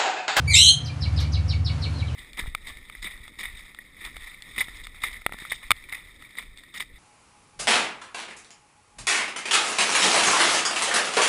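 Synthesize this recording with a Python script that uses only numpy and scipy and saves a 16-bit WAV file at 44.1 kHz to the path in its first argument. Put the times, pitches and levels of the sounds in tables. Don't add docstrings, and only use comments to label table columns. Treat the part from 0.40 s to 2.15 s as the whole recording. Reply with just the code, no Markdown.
import sys
import numpy as np
from scipy import signal
from scipy.fft import rfft, irfft
from scipy.io import wavfile

SR = 44100
rng = np.random.default_rng(int(sys.argv[2]) if len(sys.argv) > 2 else 0)


def generate_wav(sig):
    pcm = np.round(np.clip(np.atleast_2d(sig).T, -1, 1) * 32767).astype(np.int16)
    wavfile.write(sys.argv[1], SR, pcm)


N = 77175
TIME = np.arange(N) / SR

# (time [s], pitch before buzz [Hz], relative level [dB], buzz [0-1])
LOW_VOICE = [(.073, 2223, -44, 0), (.080, 2292, -27, 0.06), (.097, 2273, -29.5, 0.41),
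             (.108, 2440, -20.5, 1), (.116, 2086, -22, 0), (.124, 2028, -24.5, 0.16),
             (.137, 2129, -23, 0.5), (.149, 2142, -15.5, 0.29), (.155, 2553, -17, 0.26),
             (.166, 2686, -15.5, 0.23), (.192, 2918, -24, 0.61), (.225, 3109, -18, 0.79),
             (.27, 3184, -17.5, 0.9), (.30, 3213, -19.5, 0.48), (.325, 3224, -24, 0.34),
             (.338, 3250, -37.5, 0.5), (.362, 3420, -49, 0.53), (.372, 3300, -61, 0.3)]
# (time [s], pitch before buzz [Hz], relative level [dB], buzz [0-1])
HIGH_VOICE = [(.134, 3660, -26, 0.9), (.143, 3813, -12.5, 0.02), (.158, 3725, -13, 0.26),
              (.165, 3960, -14, 1), (.18, 4108, -20, 0.34), (.19, 4071, -11, 0.99), (.205, 4150, -15, 0.98),
              (.217, 4160, -12.5, 0.33), (.25, 4200, -17.5, 0.89), (.293, 4284, -12, 0.23),
              (.315, 4130, -27, 0.43), (.332, 4100, -51, .5)]
# (multiple [-], level early in the call [dB], level late [dB])
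LOW_OVERTONES = [(2, -2, -4), (3, -12.5, -13.5), (4, -12, -20.5), (5, -27, -44)]
HIGH_OVERTONES = [(2, 4, -12.5)]
# (frequency [Hz], relative level [dB])
RASP_COLOUR = [(1900, -45), (2300, -27.5), (3000, -0.5), (3600, -0.5), (4200, -5), (4600, -49), (5300, -48),
               (5900, -3.5), (8000, -19), (11000, -10.5), (12500, -34)]
# (start [s], pitch scale [-], rasp of the head [0-1],
# relative level of head [dB], of body [dB], of tail [dB])
TICKS = [(0.443, 1.07, 0.99, -38, -42, -38), (.606, 1.014, 0.17, -29, -36.5, -34.5),
         (.760, 0.98, 0.38, -31.5, -35.5, -35.5), (0.796, 1.05, 0.82, -35, -42, -39.5),
         (0.918, 1, 1, -35, -36, -37.5), (1.08, 1, 0.28, -26.5, -35.5, -33), (1.245, 1, .15, -27, -34, -36),
         (1.408, 1.02, .4, -37.5, -32, -35), (1.57, 1.017, 0.34, -48, -45.5, -33),
         (1.669, 0.68, 1, -41, -51.5, -50)]
# (time after start [s], pitch before scaling [Hz], relative level [dB])
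TICK_SWEEP = [(0, 5258, -23), (.003, 5293, -2), (.010, 4983, -12), (.016, 4446, 5.5), (.024, 4074, 0.5),
              (.032, 3838, 3.5), (.036, 3100, -12.5), (.044, 2728, -6), (.051, 2232, -18.5),
              (.058, 2217, -2.5), (.066, 2314, -18.5)]
TICK_PART_TIMES = [0.0062, 0.02, 0.059]
# (start [s], length [s], mean pitch [Hz], relative level [dB])
PEEPS = [(1.117, 0.024, 6860, -53.5), (1.531, 0.037, 4200, -40)]
# (start [s], relative level [dB], decay to 1/e [s])
RATTLES = [(0.458, -54, 0.016), (0.802, -28.5, 0.0023), (.826, -62, 0.0069), (.925, -72, 0.022)]
# (frequency [Hz], relative level [dB])
RATTLE_COLOUR = [(300, -24), (1200, 4), (3000, 8.5), (7000, -3), (11000, 0), (13000, 1)]
# (time [s], speed [turns/s])
MOTOR_SPEED = [(0, 18.4), (.25, 18.4), (.4, 21), (.62, 18.6), (1.1, 18.65), (1.25, 20), (1.45, 19.2),
               (1.75, 19.1)]
# (time [s], relative level [dB])
THROB_LEVEL = [(0, -33.5), (.11, -24.5), (.18, -25.5), (.3, -28), (.45, -41.5), (.59, -43.5), (.625, -25),
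               (1.15, -24), (1.3, -24), (1.5, -31), (1.75, -33)]
# (multiple [-], relative level [dB])
THROB_ORDERS = [(3, -57), (4, -2), (5, -3), (6, -27), (7, -17), (8, -26.5), (9, -29.5), (10, -47),
                (12, -27)]
# (mean frequency [Hz], relative level [dB])
HUM = [(117.5, -37), (146.8, -37.5), (235, -60.5), (293, -54.5), (520, -61.5), (735, -58.5)]
# (frequency [Hz], relative density [dB per Hz])
AIR_COLOUR = [(20, -35), (45, -7.5), (80, 15), (140, 9.5), (190, -4), (290, -6.5), (370, -15.5),
              (520, -12.5), (750, -14.5), (1100, -13), (2800, -19.5), (5000, -24.5), (7500, -30),
              (10000, -32.5), (12000, -46.5)]
# (time [s], level [dB])
RUMBLE_LEVEL = [(0, 3.5), (.3, -1), (.55, -1.5), (.7, 3.5), (1.2, 0), (1.45, 5), (1.75, 1.5)]
# (time [s], level [dB])
HISS_LEVEL = [(0, -2), (.55, -2.5), (.7, -0.5), (.82, 1), (.9, -3), (1.15, -2), (1.23, -6), (1.33, 0.5),
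              (1.55, 0.5), (1.65, -1.5), (1.75, -1)]
# (frequency [Hz], time to fall 60 dB [s])
ROOM_T60 = [(1000, 0.13), (3000, 0.29), (5000, 0.21), (8000, 0.21), (12000, 0.18)]

OVERTONES_EARLY_S, OVERTONES_LATE_S = 0.12, 0.24
BUZZ_HZ, BUZZ_WAVER, BUZZ_WAVER_HZ = 131.14, 0.1912, 32.6
BUZZ_DEPTH = 0.0811
BUZZ_PULSING = 0.2
JITTER, JITTER_HZ = 0.784, 206
LOW_SAG, HIGH_SAG = 0.0013, 0.06
MIXING_DB, RASP_DB = -5, -15
TICK_JITTER, HEAD_JITTER = 0.054, 0.078
HEAD_LIFT = 0.085
TICK_OVERTONE_DB = -32
HUM_WAVER = 0.01225
AIR_DB = -33
DIRECT_DB, TICK_DIRECT_DB = -5.5, -9
TICK_ROOM_DB = 3
ROOM_DB, EARLY_DB, EARLY_T60 = -6, -3.5, 0.06
LIMIT, EDGE_HZ = 0.92, 11850


def amp(db):
    return 10 ** (np.asarray(db) / 20)


def unit(x):
    return x / np.sqrt(np.mean(x ** 2) + 1e-20)


def curve(rows, t):
    at, *columns = np.transpose(rows)
    return [np.interp(t, at, column) for column in columns]


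def read(points, hz):
    f, value = np.transpose(points)
    return np.interp(np.log(hz + 1), np.log(f), value)


def noise(colour):
    spectrum = rfft(rng.standard_normal(N))
    gain = amp(read(colour, np.fft.rfftfreq(N, 1 / SR)))
    return unit(irfft(spectrum * gain, N))


def wander(hz):
    spectrum = rfft(rng.standard_normal(N))
    rolloff = np.exp(-(np.fft.rfftfreq(N, 1 / SR) / hz) ** 2)
    return unit(irfft(spectrum * rolloff, N))


def angle(hz):
    return 2 * np.pi * np.cumsum(hz) / SR


def voice(rows, overtones, sag):
    hz, db, buzz = curve(rows, TIME)
    cycle = angle(BUZZ_HZ * (1 + BUZZ_WAVER * wander(BUZZ_WAVER_HZ)))
    flutter = BUZZ_DEPTH * np.tanh(0.6 * np.sin(cycle) + JITTER * wander(JITTER_HZ))
    phase = angle(hz * (1 + buzz * (flutter - sag)))

    sounding = (TIME > rows[0][0]) * (TIME < rows[-1][0])
    pulsing = 1 + BUZZ_PULSING * buzz * np.cos(cycle)
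    gain = np.sqrt(2) * amp(db) * pulsing * sounding

    upper = 0
    for multiple, early, late in overtones:
        overtone_db = np.interp(TIME, [OVERTONES_EARLY_S, OVERTONES_LATE_S], [early, late])
        upper = upper + amp(overtone_db) * np.sin(round(multiple) * phase)
    return gain * np.exp(1j * phase), gain * upper


def call():
    low, low_upper = voice(LOW_VOICE, LOW_OVERTONES, LOW_SAG)
    high, high_upper = voice(HIGH_VOICE, HIGH_OVERTONES, HIGH_SAG)
    sum_tone = amp(MIXING_DB) * low * high
    rasp = amp(RASP_DB) * abs(high) * noise(RASP_COLOUR)
    return (low + high + sum_tone).imag + low_upper + high_upper + rasp


def ticks():
    out = np.zeros(N)
    for start, scale, rasp, *levels_db in TICKS:
        t = TIME - start
        hz, db = curve(TICK_SWEEP, t)
        scatter = [HEAD_JITTER * rasp, TICK_JITTER, 0.27 * TICK_JITTER]
        rough = np.interp(t, TICK_PART_TIMES, scatter)
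        lift = np.interp(t, TICK_PART_TIMES, [HEAD_LIFT * rasp ** 2, 0, 0])
        phase = angle(hz * scale * (1 + lift + rough * wander(531)))

        sounding = (t > 0) * (t < TICK_SWEEP[-1][0])
        gain = amp(db + np.interp(t, TICK_PART_TIMES, levels_db)) * sounding
        out += gain * (np.sin(phase) + amp(TICK_OVERTONE_DB) * np.sin(2 * phase))
    return np.sqrt(2) * out


def peeps():
    out = np.zeros(N)
    for start, length, hz, db in PEEPS:
        envelope = np.sin(np.pi * np.clip((TIME - start) / length, 0, 1))
        phase = angle(hz * (1 + 0.028 * wander(240)))
        out += amp(db) * envelope * np.sin(phase)
    return out


def rattles():
    envelope = np.zeros(N)
    for start, db, decay in RATTLES:
        envelope += amp(db) * (TIME > start) * np.exp(-abs(TIME - start) / decay)
    return noise(RATTLE_COLOUR) * envelope


def motor():
    phase = angle(curve(MOTOR_SPEED, TIME)[0])
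    orders = sum(amp(db) * np.cos(round(multiple) * phase) for multiple, db in THROB_ORDERS)
    throb = amp(curve(THROB_LEVEL, TIME)[0]) * orders

    hum = np.zeros(N)
    for hz, db in HUM:
        hum_phase = angle(hz * (1 + HUM_WAVER * wander(8)))
        hum += amp(db) * np.sin(hum_phase + 2 * np.pi * rng.random())
    return np.sqrt(2) * (throb + hum)


def air():
    bed = amp(AIR_DB) * noise(AIR_COLOUR)
    low = signal.sosfiltfilt(signal.butter(2, 700, fs=SR, output="sos"), bed)
    rumble = low * amp(curve(RUMBLE_LEVEL, TIME)[0])
    hiss = (bed - low) * amp(curve(HISS_LEVEL, TIME)[0])
    return rumble + hiss


def room(x):
    t = np.arange(SR // 2) / SR
    signs = rng.choice([-1., 1.], (2, len(t)))
    sparse = rng.random((2, len(t))) < 0.06
    near, far = signs * sparse * (t > 0.001)
    early = near * amp(-60 * t / EARLY_T60)

    hz, at, z = signal.stft(far * np.minimum(t / 0.014, 1), SR, nperseg=256)
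    decay = amp(-60 * at / read(ROOM_T60, hz)[:, None])
    tail = signal.istft(z * decay, SR, nperseg=256)[1][:len(t)]

    early = amp(EARLY_DB) * early / np.linalg.norm(early)
    tail = amp(ROOM_DB) * tail / np.linalg.norm(tail)
    return signal.fftconvolve(x, early + tail)[:N]


def scene():
    loud = call()
    soft = ticks() + peeps() + rattles()
    direct = amp(DIRECT_DB) * loud + amp(TICK_DIRECT_DB) * soft
    reflected = room(loud + amp(TICK_ROOM_DB) * soft)
    return (direct + reflected + motor() + air())[None]


def record(dry):
    held = dry / (1 + (dry / LIMIT) ** 16) ** (1 / 16)
    lowpass = signal.firwin(201, EDGE_HZ, window=("kaiser", 9), fs=SR)
    return signal.oaconvolve(held, lowpass[None], "same")


dry = scene()
out = record(dry)
generate_wav(out)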